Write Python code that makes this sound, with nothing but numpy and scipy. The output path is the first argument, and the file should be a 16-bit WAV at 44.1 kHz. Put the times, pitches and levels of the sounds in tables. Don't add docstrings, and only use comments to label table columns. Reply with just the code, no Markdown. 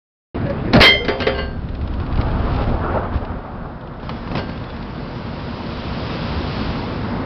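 import sys
import numpy as np
from scipy import signal
from scipy.fft import rfft, irfft, next_fast_len
from scipy.io import wavfile
from scipy.ndimage import uniform_filter1d, map_coordinates

SR = 44100
rng = np.random.default_rng(int(sys.argv[2]) if len(sys.argv) > 2 else 0)


def store_pcm(level_fs):
    pcm = np.round(np.clip(level_fs, -1, 1) * 32767).astype(np.int16)
    wavfile.write(sys.argv[1], SR, np.atleast_2d(pcm).T)


N = 319725
TIME = np.arange(N) / SR

# frequency in Hz, level in dB.
ENGINE_LINES = [(69, -44), (153, -44.5), (236, -42), (352, -49.5)]
# frequency in Hz, relative spectral density in dB.
MACHINERY_SPECTRUM = [(15, -19), (28, -8), (45, 0.5), (70, -24.5), (110, -7.5), (160, -4), (250, -10.5),
                      (330, -19.5), (500, -15), (900, -19.5), (1450, -21), (2200, -36), (3600, -39),
                      (6000, -47.5)]
CHURN_SPECTRUM = [(15, -43), (25, -8.5), (37, -8), (76, 3), (120, 0), (204, -2), (238, 1.5), (288, -5),
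                  (399, -9.5), (473, -7.5), (763, -12.5), (924, -10.5), (2140, -22.5), (2400, -26),
                  (3120, -40.5), (5280, -120)]
SPRAY_SPECTRUM = [(900, -24.5), (1800, -7.5), (2600, 3.5), (3500, 1.5), (5100, -1), (6500, -7)]
DECK_RUSH_SPECTRUM = [(15, -44), (25, -14), (70, 0), (311, -6), (835, -19), (1740, -25), (4990, -45),
                      (6000, -61), (7800, -91), (13200, -120)]
RUMBLE_SPECTRUM = [(15, -22), (30, 0), (48, -13.5), (68, -1), (110, -8.5), (170, -16.5), (250, -15.5),
                   (340, -24), (600, -30), (1500, -75)]
ROLLER_SPECTRUM = [(100, -13.5), (250, 1.5), (420, 1), (800, 2), (1000, -1.5), (1350, -2.5), (1700, -11.5),
                   (2200, -20), (3500, -30), (6000, -46.5)]
SCRAPE_SPECTRUM = [(800, -20), (1800, 0), (2700, 2.5), (4000, -2.5), (5200, -8), (6500, -11.5)]
SLAP_SPECTRUM = [(100, -11.5), (300, 4), (600, 6.5), (1000, 10), (1600, -3.5), (2600, -0.5), (4000, -7),
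                 (5200, -9.5), (6500, -12)]
BOOM_SPECTRUM = [(25, -6.5), (75, 3), (150, 3.5), (220, 5.5), (320, -3), (520, -7.5), (1000, -12.5),
                 (1700, -24), (4000, -30)]
CRACK_SPECTRUM = [(150, -16), (500, 5), (1000, -2.5), (1700, 3.5), (2300, 2), (3300, -3), (4200, -2),
                  (5300, -9), (6500, -6.5)]
THUD_SPECTRUM = [(25, -20.5), (80, 1), (160, -1), (245, 9), (330, -5), (520, -4.5), (750, -13), (1400, -16),
                 (4000, -48.5)]
PLATE_SPECTRUM = [(200, -16.5), (400, 5.5), (600, -0.5), (800, -15), (1300, -8), (1800, -5.5),
                  (3000, -16.5), (6000, -49.5)]
# frequency in Hz, relative level in dB, 60 dB decay time in seconds.
HOOK_MODES = [(1613, -16, .22), (2027, -4, .31), (2100, -2, .34), (3152, -1, .32), (3304, -14, .32),
              (3921, -17, .23), (4313, -10, .23), (5055, -27, .45), (5970, -27, .5)]
RAMP_MODES = [(406, -3, .75), (451, -10, .5), (526, -1, .5), (680, -8, .65), (742, -11, .55),
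              (883, -10, .35), (1157, -9, .3), (1715, -10, .3), (2283, -12, .25), (3505, -19, .45),
              (4540, -25, .4), (4807, -16, .3)]
SHACKLE_MODES = [(1077, -6, .3), (1583, -2, .5), (2019, -6, .25), (2825, -6, .3), (2895, -4, .25),
                 (3145, -10, .25), (4298, -17, .4), (4430, -10, .4)]
# centre in seconds, frequency in Hz, level in dB, width in seconds.
GROANS = [(0.475, 560, -22, 0.035), (0.505, 565, -16, 0.028), (0.775, 600, -10, 0.045),
          (0.955, 600, -17.5, 0.018), (1.017, 470, -21.5, 0.036), (1.047, 480, -22, 0.035),
          (4.16, 3330, -49, 0.06), (4.703, 3420, -47, 0.07)]
# start in seconds, relative levels of crack and thud in dB.
LATCH_KNOCKS = [(0.412, -39, -22), (0.466, -36, -25), (0.498, -30, -24), (0.728, -32, -9), (0.7339, -7, -5),
                (0.7515, -17, 0), (0.763, -13, -13), (0.803, -2.5, 6)]
# start in seconds, then relative levels in dB of the crack
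STEEL_CLANKS = [(0.878, -20, -12.5, -42, -36), (0.896, -28.5, -31, -36, -45),
                (1.0472, -23.5, -38, -37, -50), (1.0821, -14.5, -26, -17.5, -49),
                (1.202, -16.5, -32, -27.5, -28), (1.221, -20, -28, -38, -33),
                (1.2676, -15.5, -26.5, -17.5, -36), (1.345, -55, -58, -42, -31),
                (1.3805, -28, -48, -28, -25)]
# start in seconds, length in seconds, relative level in dB.
TICK_RUNS = [(1.687, 0.47, -29.5), (3.249, 0.03, -28.5), (3.811, 0.22, -37), (4.576, 0.28, -29)]
# start in seconds, relative level in dB.
SINGLE_TICKS = [(2.156, -27), (2.1744, -25), (2.2116, -20), (2.3136, -28), (2.561, -23), (3.1706, -32)]
# centre in seconds, rumble level in dB, scrape level in dB.
HULL_BUMPS = [(1.9, -24, -58), (2.18, -18, -48), (2.43, -21, -42), (2.55, -17, -39), (2.63, -28, -40),
              (2.72, -19, -48), (3.16, -21, -43)]
# start in seconds, slap level in dB, boom level in dB.
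WATER_IMPACTS = [(4.03, -32, -30), (4.0929, -18.5, -33), (4.2745, -28.5, -32), (4.3144, -26, -22.5),
                 (4.3525, -15, -18), (4.3698, -18.5, -21), (4.379, -18, -19), (4.392, -25, -24),
                 (4.492, -25.5, -29)]
# start in seconds, relative level in dB.
SHACKLE_CLINKS = [(4.379, -31), (4.492, -40)]
# frequency in Hz, gain in dB.
PASSBAND = [(10, -3), (25, 0.5), (5200, -1), (5550, -11), (5950, -18), (6350, -35.5), (6700, -82.5)]

# start and end of the hold in seconds, level in dB, rise and fall in dB per second.
DECK_RUSH = (0.3, 0.75, -22, 40, 36)
CREEP = (1.1, 1.4, -34, 120, 130)
DRUMMING = (2.45, 2.72, -19.3, 7.5, 19)
SCRAPING = (2.53, 2.62, -41.3, 12, 24)
ENTRY = (4.06, 4.5, -47.8, 200, 21)
PLUME = (6.17, 6.66, -34.4, 9.3, 16.5)
WAKE = (6.2, 7.25, -23.7, 5.5, 5)


def amp(db):
    return 10 ** (np.asarray(db) / 20)


def unit(x):
    return x / np.sqrt(np.mean(x ** 2) + 1e-20)


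def together(*gains):
    return np.sqrt(sum(gain ** 2 for gain in gains))


def wobble(rate):
    return map_coordinates(rng.standard_normal(int(N * rate / SR) + 4), [TIME * rate])


def swell(shape):
    start, end, db, rise, fall = shape
    return amp(db - rise * np.maximum(start - TIME, 0) - fall * np.maximum(TIME - end, 0))


def hump(centre, width):
    return np.exp(-np.pi * np.minimum(np.abs(TIME - centre) / width, 10) ** 2)


def bursts(times, levels, t60, attack):
    t = np.arange(int(SR * min(1.5 * t60, 1))) / SR
    shape = (amp(-60 * t / t60) * (1 - np.exp(-t / attack))) ** 2
    power = np.zeros(N + SR)
    for start, db in zip(times, levels):
        power[round(start * SR):][:len(t)] += amp(db) ** 2 * shape
    return np.sqrt(power[:N])


def filtered(x, response):
    size = next_fast_len(N + SR // 2)
    return irfft(rfft(x, size) * response(np.fft.rfftfreq(size, 1 / SR)), size)[:N]


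def colour(x, spectrum):
    knots_hz, db = np.transpose(spectrum)
    return filtered(x, lambda hz: amp(np.interp(np.log(hz + 1), np.log(knots_hz), db)))


def rush(spectrum, patchy_db):
    cells = signal.stft(rng.standard_normal(N), nperseg=512)[2]
    patches = uniform_filter1d(rng.standard_normal(cells.shape), size=4, axis=0)
    patches = uniform_filter1d(patches, size=10, axis=1)
    noise = signal.istft(cells * amp(patchy_db * unit(patches)), nperseg=512)[1][:N]
    return unit(colour(noise, spectrum))


def grains(spectrum, rate, scatter_db):
    sizes = rng.standard_normal(N) * amp(scatter_db * np.clip(rng.standard_normal(N), -2, 2))
    struck = rng.random(N) < rate / SR
    return unit(colour(sizes * struck, spectrum))


def ring(modes, times, levels, waver_rad=0.5, waver_per_s=28):
    out = np.zeros(N)
    live = slice(int(min(times) * SR), int((max(times) + 1) * SR))
    t = TIME[live] - min(times)
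    for hz, db, t60 in modes:
        strengths = levels + db + rng.standard_normal(len(times))
        envelope = bursts(times, strengths, t60, attack=0.0033)[live]
        waver = waver_rad * np.interp(t * waver_per_s, np.arange(128), rng.standard_normal(128))
        out[live] += envelope * np.sin(2 * np.pi * (hz * t + rng.random()) + waver)
    return out


def ship():
    hum = np.zeros(N)
    for hz, db in ENGINE_LINES:
        peak = np.sqrt(2) * amp(db + 2 * wobble(5))
        hum += peak * np.sin(2 * np.pi * hz * TIME + 0.9 * wobble(7))
    return hum + amp(-33.5) * rush(MACHINERY_SPECTRUM, patchy_db=0.5)


def splash(touch_s=4.05, rise_db_per_s=250):
    afloat = amp(-rise_db_per_s * np.maximum(touch_s - TIME, 0))
    entry = swell(ENTRY)
    churn_gain = together(amp(16) * entry, afloat * swell(WAKE)) * amp(0.28 * wobble(12))
    churn = churn_gain * rush(CHURN_SPECTRUM, patchy_db=0.4)
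    hiss = amp(0.5) * rush(SPRAY_SPECTRUM, patchy_db=1)
    drops = amp(-4.5) * grains(SPRAY_SPECTRUM, rate=3600, scatter_db=1)
    spray_gain = together(entry, afloat * swell(PLUME)) * amp(0.43 * wobble(16))
    return churn + spray_gain * (hiss + drops)


def groans():
    out = np.zeros(N)
    waver = 0.5 * wobble(70)
    for centre, hz, db, width in GROANS:
        live = np.abs(TIME - centre) < 2 * width
        phase = 2 * np.pi * hz * TIME[live] + waver[live]
        note = np.sin(phase) + amp(-24.5) * np.sin(2 * phase) + amp(-17) * np.sin(3 * phase)
        out[live] += amp(db) * hump(centre, width)[live] * note
    return out


def ticks(gap_s=0.0627):
    even = [(start + lag, db + rng.standard_normal())
            for start, length, db in TICK_RUNS for lag in np.arange(0, length, gap_s)]
    times, levels = np.transpose(even + SINGLE_TICKS)
    return bursts(times, levels - 3.5, t60=0.036, attack=0.0005) * rush(SCRAPE_SPECTRUM, patchy_db=1)


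def roller_gain(start_s=1.66, full_speed_s=2.36, edge_s=2.92, db_per_decade=26, run_down_db_per_s=12):
    speed = np.clip((TIME - start_s) / (full_speed_s - start_s), 1e-4, 1)
    past_edge = np.maximum(TIME - edge_s, 0)
    unload_db = 1.2 * np.minimum(past_edge / 0.2, 1)
    rolling = amp(-26.7 + db_per_decade * np.log10(speed) - unload_db - run_down_db_per_s * past_edge)
    surge = amp(-24) * hump(edge_s, width=0.27)
    return together(rolling, surge)


def slide():
    creep = swell(CREEP)
    jolts = sum(amp(db) * hump(centre, width=0.08) for centre, db, _ in HULL_BUMPS)
    scuffs = sum(amp(db) * hump(centre, width=0.08) for centre, _, db in HULL_BUMPS)
    deck_rush = swell(DECK_RUSH) * rush(DECK_RUSH_SPECTRUM, patchy_db=1.5)
    rumble = together(swell(DRUMMING), jolts) * rush(RUMBLE_SPECTRUM, patchy_db=0.5)
    roar = together(creep, roller_gain()) * rush(ROLLER_SPECTRUM, patchy_db=1.4)
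    grit = grains(SCRAPE_SPECTRUM, rate=9000, scatter_db=3)
    scrape = together(amp(-7) * creep, swell(SCRAPING), scuffs) * grit
    judder_db = 1.15 * wobble(35)
    return amp(judder_db) * (deck_rush + rumble + roar + scrape)


def slam():
    times, slap_db, boom_db = np.transpose(WATER_IMPACTS)
    direct = bursts(times, slap_db, t60=0.04, attack=0.0005)
    echo = bursts(times, slap_db - 21, t60=0.51, attack=0.011)
    slap = (direct + echo) * rush(SLAP_SPECTRUM, patchy_db=2)
    boom = bursts(times, boom_db, t60=0.28, attack=0.001) * rush(BOOM_SPECTRUM, patchy_db=0.5)
    return slap + boom + ring(SHACKLE_MODES, *np.transpose(SHACKLE_CLINKS))


def hook_chatter(count=5, start_s=0.8111, gap_s=0.0122, scatter_s=0.001, loss_db=6.2):
    contact = np.arange(count)
    times = start_s + gap_s * contact + scatter_s * rng.standard_normal(count) * (contact > 0)
    first_db = np.array([19, 1, -28, 6, -27])
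    return np.column_stack([times, first_db - loss_db * contact[:, None]])


def release():
    knocks = [(start, crack, thud, crack - 9) for start, crack, thud in LATCH_KNOCKS]
    clanks = [(start, crack, crack - 3, ramp, hook, shackle)
              for start, crack, hook, ramp, shackle in STEEL_CLANKS]
    blows = np.vstack([hook_chatter(), clanks])
    blow_times, *_, hook_db, shackle_db = blows.T
    hook = ring(HOOK_MODES, blow_times, hook_db)
    shackle = ring(SHACKLE_MODES, blow_times, shackle_db + 1.5)
    times, crack_db, thud_db, ramp_db = np.vstack([knocks, blows[:, :4]]).T
    contact = bursts(times, crack_db + 1.5, t60=0.055, attack=0.0003)
    scatter = bursts(times, crack_db - 17, t60=0.22, attack=0.007)
    crack = (contact + scatter) * rush(CRACK_SPECTRUM, patchy_db=2.5)
    thud = bursts(times, thud_db, t60=0.17, attack=0.0014) * rush(THUD_SPECTRUM, patchy_db=4)
    plates = bursts(times, ramp_db, t60=0.28, attack=0.002) * rush(PLATE_SPECTRUM, patchy_db=3)
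    return crack + thud + plates + ring(RAMP_MODES, times, ramp_db) + hook + shackle


def scene():
    return (ship() + release() + groans() + slide() + ticks() + slam() + splash())[None]


def record(dry, overload=0.69, start_s=0.345, top_hz=15800):
    saturated = dry[0] / (1 + np.abs(dry[0] / overload) ** 6) ** (1 / 6)
    clipped = np.clip(colour(saturated, PASSBAND), -0.7, 0.7)
    gate = np.clip((TIME - start_s) / 0.002, 0, 1)
    return filtered(clipped * gate, lambda hz: hz < top_hz)[None]


dry = scene()
out = record(dry)
store_pcm(out)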